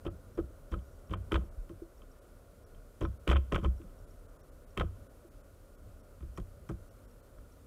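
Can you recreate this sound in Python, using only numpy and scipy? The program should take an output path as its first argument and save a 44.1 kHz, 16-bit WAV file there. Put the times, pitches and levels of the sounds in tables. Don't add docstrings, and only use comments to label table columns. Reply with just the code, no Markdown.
import sys
import numpy as np
from scipy import signal
from scipy.fft import rfft, irfft, dct, next_fast_len
from scipy.io import wavfile
from scipy.ndimage import uniform_filter1d, map_coordinates

SR = 44100
rng = np.random.default_rng(int(sys.argv[2]) if len(sys.argv) > 2 else 0)


def waveform_to_disk(signal):
    frames = np.transpose(np.atleast_2d(signal))
    scaled = np.clip(frames, -1, 1) * 32767
    samples = np.round(scaled).astype(np.int16)
    wavfile.write(sys.argv[1], SR, samples)


def convert_level_to_amplitude(level_db):
    exponent = np.asarray(level_db, float) / 20
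    return 10 ** exponent


N = 337806


def wobble(rate):
    knots = rng.standard_normal(int(N * rate / SR) + 4)
    return map_coordinates(knots, [np.arange(N) * rate / SR])


def coloured_noise(spectrum):
    m = next_fast_len(N + 8192)
    f, db = np.transpose(spectrum)
    log_hz = np.log(np.fft.rfftfreq(m, 1 / SR) + 1)
    gain = convert_level_to_amplitude(np.interp(log_hz, np.log(f + 1), db, -120, -120))
    x = irfft(rfft(rng.standard_normal(m)) * gain, m)[:N]
    return x / np.std(x)


def place(times, rows):
    at = np.round(np.asarray(times) * SR).astype(int)[:, None] + np.arange(rows.shape[1])
    return np.bincount(at.ravel(), rows.ravel(), N + SR)[:N]


def unfold(events, pattern, column):
    rows = []
    for event in events:
        for delay, *parts_db in pattern:
            rows.append((event[0] + delay, *(event[column] + np.array(parts_db))))
    return rows


def struck(events, groups, rise):
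    s, *levels = np.transpose(events)
    t, rows = np.arange(SR // 2) / SR, 0
    for db, modes in zip(levels, groups):
        for hz, mode_db, t60 in modes:
            size, detune, turn = rng.standard_normal((len(s), 3)).T[:, :, None]
            swing = np.sin(2 * np.pi * hz * (1 + 0.014 * detune) * t + 1.01 * turn)
            build_up = 1 - np.exp(-(t * hz / rise) ** 2)
            decay = convert_level_to_amplitude(db[:, None] + mode_db + 1.35 * size - 60 * t / t60)
            rows = rows + decay * swing * build_up
    return place(s, rows)


# f/Hz, level/dB per Hz
TRAFFIC_SPECTRUM = [(88, -40), (150, 2), (194, -15), (281, 0.5), (322, -5.5), (364, -2.5), (461, -2.5),
                    (571, 0.5), (837, -16), (1340, -11.5), (1440, -9.5), (1620, -23), (2200, -36),
                    (2860, -56), (4840, -120)]


def far_traffic():
    level_db = -60.5 - 0.2663 * np.arange(N) / SR
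    return convert_level_to_amplitude(level_db + 0.85 * wobble(4.775)) * coloured_noise(TRAFFIC_SPECTRUM)


# t/s, level/dB
POST_STIR = [(0.0, -49.5), (1.13, -49), (1.34, -41), (1.75, -55.5), (2.3, -52.5), (2.9, -52), (3.37, -46.5),
             (3.5, -43.5), (3.92, -49), (4.4, -52), (5.01, -51), (5.5, -52.5), (5.91, -52), (6.47, -48.5),
             (7.0, -49.5), (7.3, -53), (7.66, -50.5)]


def post_stir():
    s, db = np.transpose(POST_STIR)
    return np.interp(np.arange(N) / SR, s, db)


# f/Hz, level/dB per Hz
RUMBLE_SPECTRUM = [(18, -24), (30, 9), (43, -4.5), (97, -9), (139, -20.5), (160, -23), (250, -21.5),
                   (320, -47.5), (550, -120)]


def post_rumble(stir_db):
    return convert_level_to_amplitude(stir_db + 1.8 * wobble(9)) * coloured_noise(RUMBLE_SPECTRUM)


# f/Hz, level/dB per Hz
HISS_SPECTRUM = [(1000, -16), (1700, 0), (3350, -4), (5280, -4.5), (5590, -4.5), (6300, -4), (10300, -2.5),
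                 (11400, -3.5), (12400, -4.5), (14800, -4.5), (15800, -13)]
# f/Hz, level/dB rms
CIRCUIT_TONES = [(9001, -89), (11999, -84)]


def circuit(stir_db):
    hiss_db = -72.5 + 0.1 * (stir_db - stir_db.mean())
    out = convert_level_to_amplitude(hiss_db + 0.39 * wobble(16.0)) * coloured_noise(HISS_SPECTRUM)
    for hz, db in CIRCUIT_TONES:
        out += convert_level_to_amplitude(db - 3 + 1.5 * wobble(4)) * np.sin(2 * np.pi * hz * np.arange(N) / SR)
    return out


# f/Hz, level/dB
CALL_PARTIALS = [(5750, -86), (6550, -89), (7300, -87), (14100, -91)]


def far_call():
    start_s, length_s = 0.71, 0.37
    t, partials = np.arange(N) / SR, 0
    swell = np.sin(np.pi * np.clip((t - start_s) / length_s, 0, 1))
    for hz, db in CALL_PARTIALS:
        phase = 2 * np.pi * np.cumsum(hz * (1 + 0.008 * wobble(30))) / SR
        partials = partials + convert_level_to_amplitude(db + 4 * wobble(40)) * np.sin(phase)
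    return swell * partials


# t/s, level/dB
BIRD_TICKS = [(0.3531, -67), (0.713, -64), (1.0735, -67), (1.453, -70), (1.9804, -67), (2.1176, -64.5),
              (2.6504, -67), (3.024, -66), (3.043, -64), (3.058, -63), (3.7808, -67), (3.99, -67),
              (4.11, -66), (4.4193, -68.5), (4.7066, -69), (6.005, -70), (6.367, -60), (6.911, -70),
              (7.114, -68), (7.5228, -65.5)]


def small_bird():
    s, db = np.transpose(BIRD_TICKS)[:, :, None]
    t = np.arange(1024) / SR
    tone = np.sin(2 * np.pi * 5640 * t * (1 - 1.1 * t))
    puff = t / 0.0032 * np.exp(1 - t / 0.002)
    return place(s[:, 0] - 0.002, convert_level_to_amplitude(db + 4.0) * tone * puff)


# t/s, then contact, brightness, rocking, boards level/dB
STRIKE_EVENTS = [
    (1.3196, -30, -3, -31, -26.5),
    (3.2762, -32, 0.5, -32, -26),
    (3.5225, -31, -4, -27, -26.5),
    (4.7746, -32, -2, -29, -32),
]
REBOUND_EVENTS = [(.0664, -48, 4, -43, -41.5), (.7391, -36, -7, -46, -46.5),
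                  (1.1361, -29.5, -3, -36.5, -41.5), (1.3557, -29, -1, -26, -34),
                  (3.0503, -32, -9, -32.5, -45.5), (3.3138, -27, 4, -23, -29.5),
                  (3.3289, -28, -3, -22.5, -44), (3.3584, -32, 1, -30.5, -38),
                  (3.56, -26.5, 1.5, -28.5, -35), (3.6459, -34.5, 3, -28.5, -41),
                  (4.8103, -27.5, -3, -25.5, -33.5)]
SCUFF_EVENTS = [
    (.05, -45.5, 3, -35.5, -31.5),
    (.3745, -43.5, -1.5, -33.5, -27),
    (.717, -45, 5, -30, -39.5),
    (1.1075, -48.5, 8, -33, -36),
    (3.0092, -39, 4, -28.5, -27),
    (3.628, -46, -2, -29, -37.5),
]
PECK_EVENTS = [
    (1.693, -55, 1, -50, -41),
    (6.3745, -39, -0.5, -41.5, -36.5),
    (6.6907, -40, -2, -37, -36),
]
# t/s, then sway, rocking, twist level/dB
WEIGHT_SHIFTS = [(.126, -46, -39, -48), (.788, -53, -42, -54), (1.095, -27.5, -37, -46),
                 (1.187, -50, -40, -59), (1.572, -26.5, -58, -72), (1.604, -41, -68, -70),
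                 (1.746, -50, -56, -58), (1.805, -40, -58, -70), (3.282, -22, -18, -29.5),
                 (3.44, -73, -47, -60), (3.494, -47, -43, -54), (3.654, -31, -31, -41),
                 (3.689, -55, -39, -54), (3.838, -44, -47, -46), (5.829, -58, -49, -54),
                 (5.868, -49, -48, -51.5), (6.205, -66, -38.5, -49), (6.228, -44, -37, -52),
                 (6.25, -34, -34.5, -56), (6.285, -43, -42, -57), (6.39, -30, -42, -40.5),
                 (6.7, -54, -50, -38), (6.725, -32, -41, -46)]
# delay t/s, then sway, main, second, twist level/dB over its rocking
STRIKE_PUSHES = [
    (0.0018, 9, -2, 1, -5),
]
REBOUND_PUSHES = [
    (-.009, -16, 2, -6, -7.5),
    (.028, -16, -2.5, -9.5, -12),
]
SCUFF_PUSHES = [
    (-.002, 3, -2, -1.5, -4),
    (.04, -16, -3, -9.5, -8.5),
]
PECK_PUSHES = [
    (.002, 1, -1, -21, 0.5),
    (0.035, -18, -14, 3, -7.5),
]
# f/Hz, level/dB, t60/s
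ROCKING_MODES = [
    [(36, 7.5, 0.13)],
    [(64.5, 2, 0.25)],
    [(93.76, -3, 0.36)],
    [(166.5, -1, 0.11), (193.5, -4.5, 0.18), (122.5, -1.5, 0.14)],
]


def rocking():
    pushes = []
    for s, sway_db, main_db, twist_db in WEIGHT_SHIFTS:
        pushes.append((s, sway_db, main_db, main_db - 4.5, twist_db))
    for events, pattern in ((STRIKE_EVENTS, STRIKE_PUSHES), (REBOUND_EVENTS, REBOUND_PUSHES),
                            (SCUFF_EVENTS, SCUFF_PUSHES), (PECK_EVENTS, PECK_PUSHES)):
        pushes += unfold(events, pattern, column=3)
    return struck(pushes, ROCKING_MODES, rise=0.38)


# t/s, then board, rim level/dB
DULL_THUDS = [(.112, -51, -67), (.501, -52, -55), (.778, -60, -60), (1.165, -69, -61), (1.414, -59, -52),
              (1.434, -49, -53), (1.818, -38.5, -67), (2.032, -53, -73), (3.657, -34.5, -62),
              (3.535, -45, -37.5), (3.58, -40, -53), (3.799, -42.5, -63), (5.244, -47, -68),
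              (6.226, -44, -65)]
# delay t/s, then board, rim level/dB over its boards level
STRIKE_KNOCKS = [
    (-.003, -3.5, -15),
    (.006, 0, -9.5),
    (.022, -5.5, -25.5),
]
REBOUND_KNOCKS = [
    (-.002, -17, 2),
    (.008, -21, -7),
    (.02, -4.5, -5),
]
SCUFF_KNOCKS = [
    (.003, -7, -12.5),
    (.013, 1, -8.5),
    (.029, -7, -19.5),
]
PECK_KNOCKS = [
    (.005, -0.5, -9.5),
    (0.017, -3, -10.5),
]
# f/Hz, level/dB, t60/s
BOARD_MODES = [
    [(335.1, -2, 0.11), (288, -18.5, 0.13), (393.3, -4.5, 0.045)],
    [(466.5, 4, 0.026), (550.6, 1, 0.042), (634, -6.5, 0.038), (725, -6.5, 0.024)],
]


def knocking():
    knocks = list(DULL_THUDS)
    for events, pattern in ((STRIKE_EVENTS, STRIKE_KNOCKS), (REBOUND_EVENTS, REBOUND_KNOCKS),
                            (SCUFF_EVENTS, SCUFF_KNOCKS), (PECK_EVENTS, PECK_KNOCKS)):
        knocks += unfold(events, pattern, column=4)
    return convert_level_to_amplitude(2.5) * struck(knocks, BOARD_MODES, rise=0.76)


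# delay t/s, then housing, mount, grille, crack level/dB over its contact
STRIKE_CONTACTS = [
    (-.0055, -10, -45, -30, -67),
    (0, -1, 0, -1, -14),
    (.007, -13.5, -37, -41, -40),
    (0.012, -16, -24, -17, -22),
    (0.0228, -0.5, -1, -2.5, -19.5),
]
REBOUND_CONTACTS = [
    (-.006, -15.5, -50, -27, -26.5),
    (0, 0.5, -14, -10, -31.5),
    (.006, -21, -15, -48, -57),
    (.02, -24, -42, -33.5, -38),
    (0.035, -28, -38, -37, -45),
]
SCUFF_CONTACTS = [
    (0, -9, -22, -19, -21),
    (.005, 0, -16.5, -13.5, -27),
    (.011, -4, -17.5, -20, -32),
    (.017, -2.5, -26, -40, -25),
    (0.024, -5, -20, -18, -28),
]
PECK_CONTACTS = [
    (0, -3.5, -9.5, -16, -15.5),
    (.0052, -3, -19, -21.5, -18),
    (.012, -8, -22, -27, -29),
    (0.025, -17.5, -26, -23.5, -26),
]
# t/s, contact and brightness level/dB, grille level/dB over its usual share
STRAY_CONTACTS = [(0.0655, -53.5, 4, 16), (0.0792, -44.5, -4, -3), (.7894, -68, 10, 3), (1.0956, -56, 5, 1),
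                  (1.361, -39, 9.5, 2), (1.392, -70, 6, 4), (1.41, -59, -2, 0), (1.694, -63, 3, 9),
                  (2.0182, -57, -6, 15), (2.169, -71, -20, 21), (2.7472, -70, 9.5, 6), (3.127, -64, 4, -4),
                  (3.2905, -30.5, 6, -2), (3.3171, -35, 14, -10), (3.3227, -37, 0, -3),
                  (3.3484, -53, 19, -3), (3.365, -40.5, 16, 0), (3.377, -54, -1, 10), (3.567, -52, 3, 0),
                  (3.578, -54, -1, 15), (3.5876, -55, 15, 2), (3.598, -56, 0, 3), (3.615, -53, -4, 4),
                  (3.6587, -39, 5.5, -15), (3.816, -57.5, 1.5, 5), (3.8935, -68, 4, -1),
                  (4.8174, -50, 15, -1), (6.2063, -57.5, 4, -1), (6.2253, -59, -2, 5),
                  (7.3846, -56, -10, 0)]
# mount, grille, crack level/dB
STRAY_SHARES = (-10.5, -11.5, -27.5)


def contacts():
    rows = []
    for events, pattern in ((STRIKE_EVENTS, STRIKE_CONTACTS), (REBOUND_EVENTS, REBOUND_CONTACTS),
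                            (SCUFF_EVENTS, SCUFF_CONTACTS), (PECK_EVENTS, PECK_CONTACTS)):
        for s, db, bright_db, *_ in events:
            for delay, housing_db, *upper_db in pattern:
                rows.append((s + delay, db + housing_db, *(db + bright_db + np.array(upper_db))))
    mount_db, grille_db, crack_db = STRAY_SHARES
    for s, db, bright_db, extra_db in STRAY_CONTACTS:
        upper = db + bright_db
        rows.append((s, db, upper + mount_db, upper + extra_db + grille_db, upper + crack_db))
    return rows


# f/Hz, width f/Hz, level/dB
HOUSING_PEAKS = [(1059, 76, 1.5), (1276, 59, 4), (1490, 220, -4.5)]
MOUNT_PEAKS = [(1793, 350, 1.5), (2398, 230, 5)]
GRILLE_PEAKS = [(2636, 235, -3.5), (3122, 162, 3), (3490, 380, -5)]
CRACK_PEAKS = [(5610, 2900, -1.5), (8600, 770, 3.5), (9140, 4300, -4.5)]


def chatter():
    s, *levels = np.transpose(contacts())
    size = 8192
    t, f, rows = np.arange(size) / SR, np.fft.rfftfreq(size, 1 / SR), 0
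    # peaks, t60/s, gain/dB
    parts = ((HOUSING_PEAKS, 0.024, 1.6), (MOUNT_PEAKS, 0.027, 1.23),
             (GRILLE_PEAKS, 0.027, 3.7), (CRACK_PEAKS, 0.03, 8.1))
    for db, (peaks, t60, gain_db) in zip(levels, parts):
        fade = convert_level_to_amplitude(-60 * t / t60) + convert_level_to_amplitude(-16 - 60 * t / 0.05) + convert_level_to_amplitude(-33 - 60 * t / 0.45)
        force = rng.standard_normal((len(s), size)) * fade * (1 - np.exp(-t / 0.00036))
        force[:, 20] += 11
        mix_db = 1.45 * rng.standard_normal((len(s), len(peaks))).T[:, :, None]
        body = 0
        for k, (centre, width, peak_db) in enumerate(peaks):
            resonance = 1j * f * width / (centre * centre - f * f + 1j * f * width)
            body = body + (-1) ** k * convert_level_to_amplitude(peak_db + mix_db[k]) * resonance
        no_bass = (1j * f / (1j * f + 0.38 * peaks[0][0])) ** 2
        no_top = 1 / (1 + 1j * f / (1.6 * peaks[-1][0])) ** 3
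        ring = irfft(rfft(force) * body * no_bass * no_top)
        rows = rows + ring / np.abs(ring).max(1, keepdims=True) * convert_level_to_amplitude(db[:, None] + gain_db)
    return place(s - 0.0005, rows)


def scene():
    stir_db = post_stir()
    background = far_traffic() + post_rumble(stir_db) + circuit(stir_db)
    birds = far_call() + small_bird()
    return (background + birds + rocking() + knocking() + chatter())[None]


THINNED_MOMENTS = [4, 54, 70, 103, 124, 149, 157, 190, 200, 205, 207, 211, 218, 238, 248, 254, 270, 282,
                   323, 331, 338]


def treble_dropouts(sound):
    step_s, first_s = 1024 / 48000, 0.0083
    size = round(2 * step_s * SR)
    window = np.sin(np.pi * (np.arange(size) + 0.5) / size) ** 2.0
    start = first_s + (np.array(THINNED_MOMENTS) - 1) * step_s
    at = np.round(start * SR).astype(int)[:, None] + np.arange(size)
    lines = dct(sound[0][at] * window, norm="ortho")
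    hz = np.arange(size) * SR / 2 / size
    treble = hz > 1900
    threshold = 1.35 * np.std(lines[:, treble & (hz < 15000)], axis=1, keepdims=True)
    weak = (uniform_filter1d(np.abs(lines), size=5, axis=1) < threshold) & treble
    lost = dct(lines * weak, type=3, norm="ortho") * window
    return sound - place(start, lost)


def band_limit(x):
    return signal.sosfilt(signal.butter(12, 15820, fs=SR, output="sos"), x)


def record(dry):
    dry = signal.sosfilt(signal.butter(3, 37, "high", fs=SR, output="sos"), dry)
    dry = signal.sosfilt(signal.cheby2(14, 40, 16250, fs=SR, output="sos"), dry)
    mix = treble_dropouts(dry)
    return band_limit(mix)


dry = scene()
out = record(dry)
waveform_to_disk(out)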